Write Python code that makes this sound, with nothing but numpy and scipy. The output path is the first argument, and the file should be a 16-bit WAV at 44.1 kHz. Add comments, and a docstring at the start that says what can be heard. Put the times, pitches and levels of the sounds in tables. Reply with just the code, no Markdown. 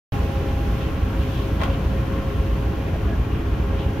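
"""Two ship diesels throb across a harbour basin as a tug manoeuvres a container ship.
Running at different speeds, they beat against each other over a deep rumble, heavy exhaust
thuds and a machine whine. The propeller wash roars and fizzes with foam, crests and droplets.
In the distance steel strikes steel once and rings on, and a few faint squeaks carry over."""
import sys
import numpy as np
from scipy import signal
from scipy.fft import rfft, irfft
from scipy.io import wavfile

SR = 44100
rng = np.random.default_rng(int(sys.argv[2]) if len(sys.argv) > 2 else 0)


def unload_audio(sound):
    """Save the sound as a 16-bit wav file, at the path given as the first command line argument."""
    columns = np.transpose(np.atleast_2d(sound))
    # keep every value between -1 and 1, then stretch to whole-number steps
    steps = np.round(np.clip(columns, -1, 1) * 32767)
    wavfile.write(sys.argv[1], SR, steps.astype(np.int16))


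N = 176400
T = np.arange(N) / SR
HZ = np.maximum(np.arange(N // 2 + 1) * SR / N, 1)
SLOW_CYCLE_HZ, FAST_CYCLE_HZ = 6.006, 7.51  # working cycles of the two diesels


def diesels():
    """The exhausts of two engines drift in and out of step."""
    # exhaust harmonics of each engine: multiple of the cycle rate, level/dB
    slow_orders = [(5, -42), (6, -43), (10, -29.5), (11, -37.5), (14, -34), (15, -39.5), (16, -35.5),
                   (17, -49), (20, -46), (21, -46), (23, -49.5), (24, -41.5), (26, -60), (32, -46.5)]
    fast_orders = [(7, -45), (9, -40), (10, -40.5), (11, -37), (17, -39.5), (20, -46), (23, -46.5),
                   (25, -52.5), (26, -50), (35, -46), (36, -57), (42, -46), (44, -45.5), (45, -55),
                   (51, -58), (53, -52.5), (54, -48), (55, -47.5)]
    slow = exhaust(SLOW_CYCLE_HZ, slow_orders, stroke_s=3.1995)
    return slow + exhaust(FAST_CYCLE_HZ, fast_orders, stroke_s=3.2005)


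def exhaust(cycle_hz, orders, stroke_s):
    """Harmonics gather into one thump per cycle, one of them at stroke_s; high ones line up loosely."""
    return sum(tone(k * cycle_hz, db, align_s=stroke_s, smear_rad=.005 * k * cycle_hz)
               for k, db in orders)


def clatter(firings_per_cycle=9, depth=.74):
    """Engine noise pulses with the firings of both diesels."""
    # clatter spectrum: f/Hz, level/dB
    colour = [(15, -110), (150, -67), (300, -76.5), (450, -63.5), (700, -75.5), (1100, -96), (2500, -88),
              (5000, -110), (16000, -130)]
    # its swells and dips: t/s, level/dB
    ride = [(.15, 2), (.6, 2.5), (.9, 3), (1.15, -9), (1.7, 5), (2.2, -3), (2.55, -1), (2.9, 4.5),
            (3.3, -6), (3.7, -9), (4, 3)]
    firing = sum(np.cos(2 * np.pi * firings_per_cycle * hz * T) for hz in (SLOW_CYCLE_HZ, FAST_CYCLE_HZ))
    return noise(at_hz(colour)) * np.exp(depth * (firing - 1)) * from_db(over_time(ride))


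def thuds(boom_hz=55):
    """A heavy stroke makes the exhaust boom for a few cycles."""
    # heavy strokes: t/s, half-width/s, level/dB
    strokes = [(0.2, .035, -24), (0.535, 0.01, -23), (0.698, 0.028, -20), (1.656, 0.018, -19),
               (1.866, 0.018, -20), (2.401, .018, -20), (2.539, 0.015, -25), (3.07, 0.037, -23),
               (3.195, 0.028, -16.5), (3.329, .032, -19), (3.537, 0.018, -18), (3.733, .025, -30)]
    return sum(-from_db(db) * swell(s, width) * np.cos(2 * np.pi * boom_hz * (T - s))
               for s, width, db in strokes)


def hums():
    """Other machinery hums; the lowest four tones beat into a deep throb."""
    # machinery tones: f/Hz, level/dB
    tones = [(51.2, -33.5), (52.8, -31), (53.7, -37.5), (54.8, -38.5), (118.6, -45.5), (148.5, -47),
             (205.6, -43.5)]
    # swell of the rumble, weaker on tones above 60 Hz: t/s, level/dB
    ride = [(.15, 2.5), (.65, -3), (1.1, -5), (1.5, 4), (2, -8), (2.4, 0), (2.85, -3), (3.25, -3),
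            (3.6, 3.5), (4, -10)]
    return sum(tone(hz, db + over_time(ride) * min(1, 60 / hz)) for hz, db in tones)


def whine(pitch_hz=270.08):
    """Harmonics of a fast-turning machine; the higher ones flutter more."""
    # harmonics: multiple, level/dB, left minus right/dB
    harmonics = [(1, -60, 12), (2, -43.5, 0), (3, -50, -13), (4, -53.5, 14), (5, -56.5, -5), (6, -60, 3),
                 (7, -64, -9), (9, -62, 10)]
    # two of them fade as the paths over the water change: multiple -> t/s, level/dB
    fades = {2: [(.15, -2), (.38, 8), (.6, -4.5), (1, 3), (1.5, 2), (2.05, 6.5), (2.5, 2), (2.7, 0.5),
             (3.1, 1), (3.35, -10), (3.75, 4.5), (4, 0.5)], 3: [(.15, 9.5), (.62, 8.5), (.9, 1), (1.3, -2),
             (2.3, -6), (2.8, 2), (3.4, -6), (3.8, 4.5)]}
    out = 0
    for k, db, pan in harmonics:
        fade_db = over_time(fades[k]) if k in fades else 0
        flutter_db = 1.3 * np.sqrt(k) * drift(13)
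        out += panned(pan) * tone(k * pitch_hz, db + fade_db + flutter_db, waver_db=1, waver_rad=.27)
    return out


def roar():
    """Water churned by the propeller roars along with the exhaust rumble."""
    # roar spectrum: f/Hz, level/dB
    colour = [(15, -34.5), (21, -79), (26, -50), (33, -65), (41, -62), (46, -62), (53, -45.5), (62, -52),
              (70, -40), (80, -50.5), (110, -46.5), (130, -54), (200, -53), (235, -56), (275, -53.5),
              (300, -57.5), (330, -55.5), (365, -63.5), (410, -56), (500, -69.5), (560, -64.5),
              (605, -72.5), (650, -66.5), (720, -67.5), (880, -72), (1080, -67.5), (1250, -74.5),
              (1400, -72.5), (2000, -78.5), (2600, -81), (3150, -81), (3900, -97.5), (6000, -104),
              (16000, -125)]
    # its gentle heave: t/s, level/dB
    ride = [(.15, 0.9), (.7, 0.5), (1.2, -.3), (1.7, -0.2), (2.3, 0.2), (2.75, -0.6), (3.1, 0.5), (3.5, 0),
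            (4, -.5)]
    return noise(at_hz(colour), patchy_db=1) * from_db(over_time(ride) + .5 * drift(1.7))


def foam():
    """Foam hisses on the wash, easing off unevenly."""
    # hiss spectrum: f/Hz, level/dB
    colour = [(15, -125), (1000, -107), (2000, -84), (2600, -78), (3200, -81), (4000, -85.5), (5000, -90),
              (6100, -89.5), (7900, -100), (9100, -100), (11900, -93), (13200, -94), (15500, -96.5)]
    # its ebb: t/s, level/dB
    ride = [(.15, 0.5), (.45, -1.5), (.75, -0.5), (1, -3), (1.37, 0.5), (1.58, -2), (2.1, -2.5),
            (2.5, -2.5), (3.4, -4.5), (4, -4)]
    return noise(at_hz(colour), patchy_db=.35) * from_db(over_time(ride))


def crests(band_hz=570):
    """Each breaking crest is a short, grainy surge of spray."""
    # small crests of the wash: t/s, half-width/s, f/Hz, level/dB
    breaks = [(.82, .05, 3100, -48), (1.22, .05, 2900, -48), (1.38, .08, 3100, -48),
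              (1.735, .04, 3000, -48), (2.88, .018, 1900, -46), (3.35, .05, 2700, -51),
              (3.81, .05, 3050, -47)]
    grain = from_db(1.5 * drift(100))
    return grain * sum(swell(s, width) * ringing([(hz, band_hz, db)]) for s, width, hz, db in breaks)


def splashes(per_s=110, pitches=14, ring_cycles=17, level_db=-58.5):
    """Small bubbles and droplets ring for a few cycles each."""
    out = np.zeros((2, N))
    for hz in np.geomspace(900, 6000, pitches):
        onsets = rng.random(N) < per_s / pitches / SR
        clicks = onsets * from_db(6 * np.minimum(rng.exponential(1, N), 4))
        r = from_db(-60 * hz / (ring_cycles * SR))  # decay per sample
        w = 2 * np.pi * hz / SR
        plinks = signal.lfilter([np.sin(w) / np.sqrt(hz)], [1, -2 * r * np.cos(w), r * r], clicks + 1e-18)
        out += panned(rng.normal(0, 5.7)) * plinks
    return from_db(level_db) * out / out.std()


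def clank(attack_s=.0015, echo_db=-16.5, echo_s=.049, tail_rise_s=.021, tail_decay_s=.12):
    """Steel strikes steel in a quick run of hard contacts, smeared by echoes; the steel rings on."""
    # contacts: t/s, level/dB, decay/s, brightness/(dB per octave)
    contacts = [(1.596, -11, .008, -.3), (1.604, -7, .007, -1.5), (1.614, 3, .005, -2.2),
                (1.62, 1.5, .0035, -.5), (1.6335, 1.5, .009, .7), (1.657, -8, .005, .3)]
    # impact spectrum: f/Hz, level/dB
    colour = [(15, -96), (300, -62), (700, -56.5), (1000, -55), (1500, -67.5), (2000, -68.5), (2600, -65.5),
              (3400, -70), (4200, -73.5), (6000, -84.5), (9000, -89.5), (13000, -92), (16000, -87)]
    # steel resonances in the strike and in the tail: f/Hz, width/Hz, level/dB
    strike_modes = [(1035, 130, -34), (1380, 27, -38), (1980, 70, -38), (3240, 170, -37.5), (6400, 54, -62)]
    tail_modes = [(695, 61, -38.5), (824, 33, -42), (1077, 44, -40), (1446, 30, -47), (2350, 36, -47)]
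    out = 0
    for s, db, decay, tilt in contacts:
        age = np.maximum(T - s, 0)
        rise = np.minimum(age / attack_s, 1)
        fall = np.exp(-age / decay) + from_db(echo_db) * np.exp(-age / echo_s)
        steel = noise(at_hz(colour) + tilt * np.log2(HZ / 1500)) + ringing(strike_modes)
        out += from_db(db) * rise * fall * steel
    age = np.maximum(T - contacts[0][0], 0)
    tail = np.minimum(age / tail_rise_s, np.exp((tail_rise_s - age) / tail_decay_s))
    return out + tail * ringing(tail_modes)


def squeaks(sag_per_s=.3):
    """Short rough tones far off swell, sag in pitch and fade."""
    # squeaks and groans: t/s, half-width/s, f/Hz, level/dB, left minus right/dB
    cues = [(.23, .04, 645, -44, 0), (1.14, .07, 935, -46, 0), (2.15, .06, 1080, -42, 4),
            (2.23, .06, 1060, -42, 4), (2.31, .025, 1090, -45, 4), (2.395, .03, 1075, -42.5, 4),
            (2.95, .025, 680, -47, -2), (3.12, .1, 665, -43, -1), (3.12, .04, 1668, -46, 4)]
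    out = 0
    for s, width, hz, db, pan in cues:
        t = T - s
        phase = 2 * np.pi * hz * (t - .5 * sag_per_s * t ** 2) + drift(24)
        envelope = from_db(db + 3.5 * drift(30)) * np.exp(-2 * (t / width) ** 2)
        out += panned(pan) * envelope * np.sqrt(2) * np.sin(phase)
    return out


def tone(hz, db, waver_db=.7, waver_rad=.12, align_s=0, smear_rad=2 * np.pi):
    """A tone that wavers in level and phase on its way over the water."""
    phase = 2 * np.pi * hz * (T - align_s) + smear_rad * rng.standard_normal() + waver_rad * drift(4.3)
    return -np.sqrt(2) * from_db(db + waver_db * drift(1.1)) * np.cos(phase)


def noise(db_per_hz, patchy_db=0, bands=16):
    """Coloured stereo noise, wider in the treble; patchy_db lets each band swell and sink by itself."""
    # stereo lean: f/Hz, left minus right/dB
    balance = [(60, -4.5), (87, 0), (130, 2), (180, -1), (260, -2), (380, 4.5), (550, 2.5), (790, -0.5),
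               (1140, 4), (1650, 1.5), (2380, -3), (3440, 0), (4970, 2), (7180, 11), (10400, -5),
               (15000, -11)]
    # likeness of left and right: f/Hz, correlation
    likeness = [(30, 1), (60, 1), (130, 1), (260, 0.94), (500, 0.68), (1000, 0.43), (2000, 0.29),
                (3000, 0.53), (4200, 0.13), (15000, 0.12)]
    mid, side = rfft(rng.standard_normal((2, N)))
    alike = np.clip(at_hz(likeness), 0, 1)
    pair = mid + np.sqrt((1 - alike) / (1 + alike)) * side * [[1], [-1]]
    pair *= panned(at_hz(balance)) * from_db(db_per_hz) * np.sqrt(SR / 2)
    if not patchy_db:
        return irfft(pair, N)
    band = at_hz([(60, 0), (16000, bands - 1)])
    return sum(irfft(pair * np.maximum(1 - abs(band - k), 0), N) * from_db(patchy_db * drift(22))
               for k in range(bands))


def ringing(modes):
    """Noise held in resonances."""
    power = sum(from_db(db) ** 2 / width / (1 + ((HZ - hz) / width) ** 2) ** 2 for hz, width, db in modes)
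    return noise(10 * np.log10(power + 1e-20))


def drift(rate_hz):
    """A random wander with spread 1, mostly slower than rate_hz."""
    slow = irfft(rfft(rng.standard_normal(N)) / (1 + (HZ / rate_hz) ** 2), N)
    return (slow - slow.mean()) / slow.std()


def swell(s, width):
    """A smooth rise and fall around a moment."""
    return np.exp(-np.minimum(((T - s) / width) ** 2, 60))


def panned(db):
    """Left and right gains for a level difference, at constant power."""
    gains = from_db(np.array([[.5], [-.5]]) * db)
    return gains / np.sqrt(np.mean(gains ** 2, axis=0))


def at_hz(points):
    """A curve over log frequency, read at every bin."""
    hz, value = np.transpose(points)
    return np.interp(np.log(HZ), np.log(hz), value)


def over_time(points):
    """A curve over time, read at every sample."""
    return np.interp(T, *np.transpose(points))


def from_db(db):
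    """Decibels to gain."""
    return 10 ** (np.asarray(db) / 20)


def scene():
    """Machinery and propeller wash, with the clank and squeaks behind them."""
    machinery = diesels() + hums() + clatter() + thuds() + whine()
    wash = roar() + foam() + crests() + splashes()
    return machinery + wash + clank() + squeaks()


def record(dry, start_s=.121, low_cut_hz=21, high_cut_hz=15700):
    """The sound starts after a moment of silence; the lowest bass and the top are cut."""
    trimmed = irfft(rfft(dry) / np.sqrt(1 + (low_cut_hz / HZ) ** 12), N)
    padded_hz = np.arange(N + 1) * SR / (2 * N)
    high_cut = np.clip((high_cut_hz - padded_hz) / 200 + .5, 0, 1)
    return irfft(rfft(trimmed * (T >= start_s), 2 * N) * high_cut)[:, :N]


dry = scene()
out = record(dry)
unload_audio(out)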